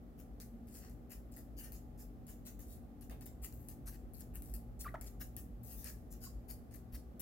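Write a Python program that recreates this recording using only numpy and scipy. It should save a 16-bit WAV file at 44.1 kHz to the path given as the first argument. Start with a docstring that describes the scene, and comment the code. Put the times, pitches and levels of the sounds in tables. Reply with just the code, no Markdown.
"""A quiet, bare office, ventilation on, a stereo microphone close to a hard laminate tabletop.
A parrot walks across it towards the microphone: its claws tick as they land and stick and slip as they
scuff, and the room rings briefly after each step. A few heavier steps make the tabletop thud.
The bird gives two soft, quick chirps and later a faint peep. Further off there is one dull knock on
wood, and behind it all are duct rumble, fan tones and a faint hiss."""
import sys
import numpy as np
from scipy import signal
from scipy.fft import rfft, irfft
from scipy.io import wavfile
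from scipy.ndimage import uniform_filter1d

SR = 44100
rng = np.random.default_rng(int(sys.argv[2]) if len(sys.argv) > 2 else 0)


def inscribe(sig):
    """Save sig as 16-bit PCM at rate SR to the path in sys.argv[1].

    A 1-D sig is mono; a 2-D sig holds one channel per row.
    Samples are clipped to [-1, 1] before scaling.
    """
    pcm = np.round(np.clip(np.atleast_2d(sig).T, -1, 1) * 32767)
    wavfile.write(sys.argv[1], SR, pcm.astype(np.int16))


N = 317961
TIME = np.arange(N) / SR
TOP_HZ = 15850  # upper edge of the recorder's band

# a claw lands and skids to rest: t/s, tick level/dB, skid length/s, skid level/dB, table re claw/dB
CLAW_LANDINGS = [(0.401, -43.5, 0.024, -61.5, -2), (0.413, -53.5, 0.021, -57, -10),
                 (0.672, -63, .02, -63, -5), (0.897, -57, 0.025, -67, -8), (1.316, -66, .04, -65.5, -4.5),
                 (1.3646, -51, 0.032, -58, -7.5), (1.721, -46.5, 0.049, -61.5, -5.5),
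                 (2.268, -54, 0.041, -59, -6.5), (2.295, -53, 0.011, -67, -3),
                 (2.593, -49, 0.029, -61.5, -5.5), (3.01, -59, 0.022, -58.5, -7.5),
                 (3.097, -46.5, 0.017, -64, -4), (3.21, -49, .025, -58.5, -6),
                 (3.258, -52, .018, -55.5, -3), (3.5252, -48.5, 0.16, -65.5, -9),
                 (3.6863, -40.5, 0.043, -58.5, -7), (4.136, -55, 0.084, -61, -10.5),
                 (4.183, -56, 0.037, -67, -7), (4.207, -45.5, 0.016, -60, -3), (4.356, -45, .012, -60, -8),
                 (4.4217, -45, .11, -62, -8.5), (4.5393, -41.5, 0.029, -54, -8),
                 (5.012, -46, 0.046, -60.5, -2), (5.062, -50, 0.023, -53.5, -6.5),
                 (5.3656, -41, 0.034, -52, -8), (5.633, -57, 0.11, -59, -11), (5.844, -41, .03, -55, -5.5),
                 (6.711, -58, 0.039, -62, -6.5), (6.7406, -46.5, 0.029, -59, -5),
                 (7.196, -45.5, .015, -44, -4.5)]
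# a foot scrapes as it pushes off: t/s, length/s, level/dB, laminate re claw/dB, board re claw/dB
PUSH_OFFS = [(0.176, .037, -58.5, -8.5, -8), (0.692, .108, -54.5, -9, -14), (0.78, 0.11, -66, -0.5, -4.5),
             (1.095, 0.046, -52.5, -6, -7), (1.565, 0.043, -49.5, -9, -7), (1.621, 0.036, -51.5, -9, -8.5),
             (1.974, 0.04, -55.5, -8.5, -15.5), (2.45, 0.033, -52.5, -5, -9.5), (2.648, 0.1, -59, -8, -20),
             (3.418, 0.05, -47.5, -8.5, -10.5), (3.858, 0.04, -45, -10.5, -17),
             (3.905, 0.058, -62.5, -2, -4), (4.337, 0.037, -51, -10, -11), (4.792, 0.034, -42, -10.5, -19),
             (5.197, .033, -44.5, -8, -13), (5.658, 0.1, -53, -12, -15), (5.742, 0.088, -52, -9, -19),
             (5.826, 0.077, -48.5, -6.5, -10.5), (6.102, 0.04, -56, -5.5, -12),
             (6.205, 0.061, -49.5, -4, -12.5), (6.481, .042, -48, -7.5, -13.5),
             (6.922, 0.046, -51, -4, -12)]

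def contacts(tick_side_db=7, slide_side_db=6.5, reference_db=-58):
    """Ticks, skids and scrapes; yields t/s, force, laminate/dB, board/dB, left minus right/dB."""
    for t, tick_db, length, skid_db, table_db in CLAW_LANDINGS:
        tip_db = table_db - 6.5  # a tick moves the tabletop less than a skid
        yield t, undb(tick_db) * tick(), tip_db, tip_db - 5.5, tick_side_db
        slips_per_s = 910 * 2 ** ((skid_db - reference_db) / 7.5)  # pressed harder, it slips more often
        force = scuff(length, slips_per_s, rise_s=min(0.0044, length / 2), first_db=-19, last_db=-4.5)
        yield t, undb(skid_db) * force, table_db, table_db - 6, slide_side_db
    for t, length, db, laminate_db, board_db in PUSH_OFFS:
        slips_per_s = 1600 * 2 ** ((db - reference_db) / 11)
        force = scuff(length, slips_per_s, rise_s=0.57 * length, first_db=-17, last_db=-8.5)
        yield t, undb(db) * force, laminate_db, board_db, slide_side_db


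def tick(bounce_db=-7, chatter_db=-3, settle_s=0.006):
    """One hard contact, a small bounce about a millisecond later, then the claw tip chatters to rest."""
    t = np.arange(SR // 40) / SR
    chatter = rng.standard_normal(len(t)) * np.exp(-t / settle_s)
    force = undb(chatter_db) * chatter / np.linalg.norm(chatter)
    force[0] += 1
    force[rng.integers(SR // 2500, SR // 800)] += undb(bounce_db)
    return force / np.sqrt(np.mean(force[:SR // 700] ** 2))


def scuff(length_s, slips_per_s, rise_s, first_db, last_db, slip_s=0.00025, spread_db=3.5, rub_db=-8.5):
    """Stick and slip: uneven little releases over a smooth rub, swelling with the foot's pressure."""
    t = np.arange(int(length_s * SR)) / SR
    chance = rng.random(SR // 3)[:len(t)]
    size, grain = rng.standard_normal((2, SR // 3))[:, :len(t)]
    slips = (chance < slips_per_s / SR) * undb(spread_db * np.clip(size, -2, 2))
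    power = signal.lfilter([1], [1, -np.exp(-2 / (slip_s * SR))], slips ** 2)
    force = unit((unit(np.sqrt(power)) + undb(rub_db)) * grain)
    pressure = undb(np.interp(t, [0, rise_s, length_s], [first_db, 0, last_db]))
    return force * pressure


# what rings at a contact (the claw, the laminate, the board under it): f/Hz, relative level/dB
CLAW_SPECTRUM = [(5000, -27), (7000, -18), (8700, -6), (11000, 0), (12500, -1.5), (14000, 1), (16000, -2)]
LAMINATE_SPECTRUM = [(2500, -25.5), (3600, -1), (4400, -4), (5300, -0.5), (6100, -1.5), (7300, 6.5),
                     (9000, -15.5), (12000, -43)]
BOARD_SPECTRUM = [(500, -9), (1000, -2.5), (1500, 0.5), (1900, -1), (2300, -7.5), (2900, -6.5),
                  (3500, -14.5), (5000, -31.5)]

def claws():
    """Every contact rings claw, laminate and board; yields t/s, sound, left minus right/dB."""
    claw = response(CLAW_SPECTRUM)
    laminate = np.roll(response(LAMINATE_SPECTRUM), SR // 4000)  # the table answers after the claw
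    board = np.roll(response(BOARD_SPECTRUM), SR // 1000)
    for t, force, laminate_db, board_db, side_db in contacts():
        table = undb(laminate_db) * laminate + undb(board_db) * board
        spot = scatter(decay_s=0.002, db=-5.5)  # each spot on the table has its own colour
        table_here = ring(table, spot)[0, :len(claw)]
        yield t, ring(force, claw + table_here), side_db


# the room's share, lower when the bird is near the microphone: t/s, reverberation re direct/dB
ROOM_BY_DISTANCE = [(0, -5.5), (2.5, 0.5), (3.5, -6.5), (5.2, -6.5), (5.6, -2.5), (7.2, -8.5)]
# resonances of the microphone's left port, then its right: f/Hz, relative level/dB
MIC_PORTS = [
    [(1000, -4), (2800, 4.5), (3500, -12), (4400, 4.5), (5300, 1.5), (6200, -3.5), (7600, -6.5), (8500, 2),
     (11000, -1), (12200, 6), (13500, -4), (16000, 0)],
    [(1000, -9.5), (2000, 3.5), (3300, 3.5), (4500, 4), (5500, 6.5), (7400, 8), (8600, 2.5), (11500, 1.5),
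     (14000, 2.5), (16000, 1)],
]

def footsteps(room_side_db=2, direct_db=-1, steps_db=-1):
    """Close up, each contact reaches the two ports by its own paths and starts its own reverberation."""
    out = np.zeros((2, N))
    for t, sound, side_db in claws():
        paths = scatter(decay_s=0.0001, db=-1, channels=2)
        paths[1] = np.roll(paths[1], rng.integers(1, 6))  # the right port is a little further away
        add(out, t, undb(direct_db) * ring(sound, paths) * pan(side_db))
        room_db = np.interp(t, *np.transpose(ROOM_BY_DISTANCE))
        add(out, t, undb(room_db) * room(sound) * pan(room_side_db))
    ports = np.array([response(port) for port in MIC_PORTS])
    return undb(steps_db) * ring(out, ports)


# the bird's weight flexes the tabletop: t/s, level/dB
HEAVY_STEPS = [(3.412, -41.5), (6.343, -44), (6.923, -39)]

def thuds(table_hz=54, swell_s=0.025):
    """The tabletop's lowest mode swells under a soft footfall and dies away."""
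    out, t = np.zeros(N), np.arange(SR // 4) / SR
    swell = (t / swell_s) ** 2 * np.exp(2 - 2 * t / swell_s)
    for at_s, db in HEAVY_STEPS:
        add(out, at_s, undb(db) * swell * np.sin(2 * np.pi * table_hz * t))
    return out


# two scooping chirps and a faint peep near the microphone, a list each: t/s, f/Hz, level/dB
CALL_GLIDES = [
    [(4.842, 2220, -50), (4.850, 1370, -56.5), (4.866, 1125, -41.5), (4.875, 1240, -49),
     (4.883, 1950, -55.5), (4.890, 1900, -53.5), (4.897, 2250, -57)],
    [(4.941, 690, -42), (4.947, 624, -43), (4.954, 947, -49), (4.960, 1040, -49)],
    [(6.262, 990, -72), (6.271, 1050, -63), (6.279, 1150, -66)],
]
# harmonics one to four, a row for each call: relative level/dB
CALL_HARMONICS = [(0, -22, -37, -29), (0, -4.5, -30, -49), (0, -25, -40, -40)]

def chirps(room_db=-9, pitch_spread=0.035, level_spread=0.22):
    """The syrinx glides through short, slightly rough notes, the low one richer in harmonics."""
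    out = np.zeros(N)
    for glide, harmonics in zip(CALL_GLIDES, CALL_HARMONICS):
        times, hz, db = np.transpose(glide)
        t = np.arange(times.min(), times.max(), 1 / SR)
        jitter, shimmer = unit(uniform_filter1d(rng.standard_normal((2, len(t))), SR // 1000))
        pitch_hz = np.interp(t, times, hz) * (1 + pitch_spread * jitter)
        phase = 2 * np.pi * np.cumsum(pitch_hz) / SR
        tone = sum(undb(h_db) * np.sin(k * phase) for k, h_db in enumerate(harmonics, 1))
        swell = undb(np.interp(t, times, db)) * signal.windows.tukey(len(t), 0.2)
        add(out, t[0], np.sqrt(2) * tone * swell * (1 + level_spread * shimmer))
    return out + undb(room_db) * room(out)


def knock(at_s=3.097, knock_db=-47, damp_s=0.014):
    """One dull, faint knock on wood, off microphone and heard through the room."""
    out, t = np.zeros(N), np.arange(SR // 10) / SR
    add(out, at_s, undb(knock_db) * rng.standard_normal(len(t)) * np.exp(-t / damp_s))
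    wood = response([(100, -12), (250, -5.5), (500, -16), (900, -13), (1500, -24), (3000, -25.5),
                     (6000, -44)])
    return room(ring(out, wood))


def room(x, t60_s=0.19, first_s=0.0074, build_s=0.0027, late_t60_s=0.57, late_db=-17):
    """Dense reflections from cage, walls and ceiling, different at each port, with a faint long tail."""
    t = np.arange(SR // 3) / SR
    decay = undb(-60 * t / t60_s) + undb(late_db - 60 * t / late_t60_s)
    onset = np.clip((t - first_s) / build_s, 0, 1)
    echoes = rng.standard_normal((2, len(t))) * decay * onset
    return ring(x, echoes / np.linalg.norm(echoes, axis=1, keepdims=True))


# room tone, the air in the ducts and a faint hiss: f/Hz, relative level/dB
DUCT_SPECTRUM = [(20, -28.5), (36, -10), (48, -1), (70, 3), (95, -5.5), (120, -8), (150, -7.5), (195, -6),
                 (300, -11.5), (400, -15.5), (750, -23.5), (950, -35.5), (1200, -33), (1500, -43)]
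HISS_SPECTRUM = [(1000, -10), (1400, 5), (1900, 4), (2400, -0.5), (4000, -5.5), (8000, -9), (11000, -8),
                 (13000, -1), (15700, -6.5)]
# duct and fan resonances: f/Hz, width/Hz, level/dB
DUCT_TONES = [(52.6, 10.9, -51.5), (118, 5.9, -61), (231.4, 3, -66), (287.4, 4.1, -69), (753.4, 6.9, -78),
              (843, 2.8, -81.5)]
# slow drift of the duct rumble: t/s, gain/dB
RUMBLE_DRIFT = [(0, -4), (2.4, -3), (3.6, -0.5), (4.5, 0.5), (6, -1.5), (7.2, -3)]
# standing waves where the microphone stands: f/Hz, left minus right/dB
STANDING_WAVES = [(40, -0.2), (90, 4.5), (180, 0.5), (350, 1), (550, -3), (800, -5.5), (1100, 3),
                  (2000, -0.5)]

def ventilation(air_db=-54, hiss_db=-77.5, apart_hz=750, bass_side=0.26, rumble_hz=140):
    """Duct rumble and wavering fan tones, alike at both ports in the bass, under a faint even hiss."""
    hz = np.maximum(np.arange(N // 2 + 1) * SR / N, 1)
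    side = np.clip(bass_side + (hz / apart_hz) ** 2 / 2, 0, 1)
    lean = undb(np.interp(hz, *np.transpose(STANDING_WAVES)) / 2)

    def noise(gain):
        mid, wide = (gain * np.exp(2j * np.pi * rng.random(len(hz))) for _ in range(2))
        left, right = (mid + side * wide) * lean, (mid - side * wide) / lean
        return unit(irfft(np.array([left, right]), N))

    def shape(points):
        f, db = np.transpose(points)
        skirts = np.minimum(hz / f[0], 1) ** 2 * np.minimum(f[-1] / hz, 1) ** 10
        return undb(np.interp(np.log(hz), np.log(f), db)) * skirts

    air = undb(air_db) * noise(shape(DUCT_SPECTRUM))
    air += sum(undb(db) * noise(np.exp(-((hz - f) / width) ** 2)) for f, width, db in DUCT_TONES)
    rumble = signal.sosfiltfilt(signal.butter(2, rumble_hz, fs=SR, output="sos"), air)
    drift = undb(np.interp(TIME, *np.transpose(RUMBLE_DRIFT)))
    hiss = undb(hiss_db) * noise(shape(HISS_SPECTRUM))
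    return air + rumble * (drift - 1) + hiss


def fan_motor(hum_hz=241.6, hum_db=-62.5):
    """The fan motor's steady note, far in the background."""
    return np.sqrt(2) * undb(hum_db) * np.sin(2 * np.pi * hum_hz * TIME)


def scatter(decay_s, db, channels=1):
    """A direct path, then a burst of very close reflections: an uneven colour, new at every call."""
    t = np.arange(SR // 200) / SR
    paths = rng.standard_normal((channels, len(t))) * np.exp(-t / decay_s)
    paths *= undb(db) / np.linalg.norm(paths, axis=1, keepdims=True)
    paths[:, 0] += 1
    return paths / np.linalg.norm(paths, axis=1, keepdims=True)


def response(points, size=1024):
    """Causal impulse response of unit power below TOP_HZ, from rows of f/Hz, level/dB."""
    hz, db = np.transpose(points)
    bins = np.maximum(np.arange(size // 2 + 1) * SR / size, 1)
    gain = undb(np.interp(np.log(bins), np.log(hz), db))
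    cepstrum = irfft(np.log(gain))
    cepstrum[1:size // 2] *= 2  # folding the cepstrum gives minimum phase
    cepstrum[size // 2 + 1:] = 0
    h = irfft(np.exp(rfft(cepstrum)))
    return h / np.sqrt(np.sum(abs(rfft(h)[bins < TOP_HZ]) ** 2) * 2 / size)


def ring(x, h):
    """Pass each channel through an impulse response."""
    return signal.fftconvolve(np.atleast_2d(x), np.atleast_2d(h), axes=1)[:, :N]


def add(track, t, sound):
    """Mix a short sound into a track at time t."""
    i = int(t * SR)
    part = sound[..., :max(N - i, 0)]
    track[..., i:i + part.shape[-1]] += part


def pan(db):
    """Left and right gains of constant total power, db apart."""
    return unit(undb(np.array([[db], [-db]]) / 2))


def undb(db):
    """Decibels to gain."""
    return 10 ** (np.asarray(db) / 20)


def unit(x):
    """Scale to an rms of one."""
    return x / np.sqrt(np.mean(x ** 2) + 1e-20)


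def scene():
    """The office from the microphone's position: room tone behind, the walking bird in front."""
    return ventilation() + fan_motor() + footsteps() + chirps() + knock() + thuds()


def record(dry):
    """The recorder cuts the treble steeply above TOP_HZ."""
    return signal.sosfilt(signal.ellip(10, 0.2, 70, TOP_HZ, fs=SR, output="sos"), dry)


dry = scene()
out = record(dry)
inscribe(out)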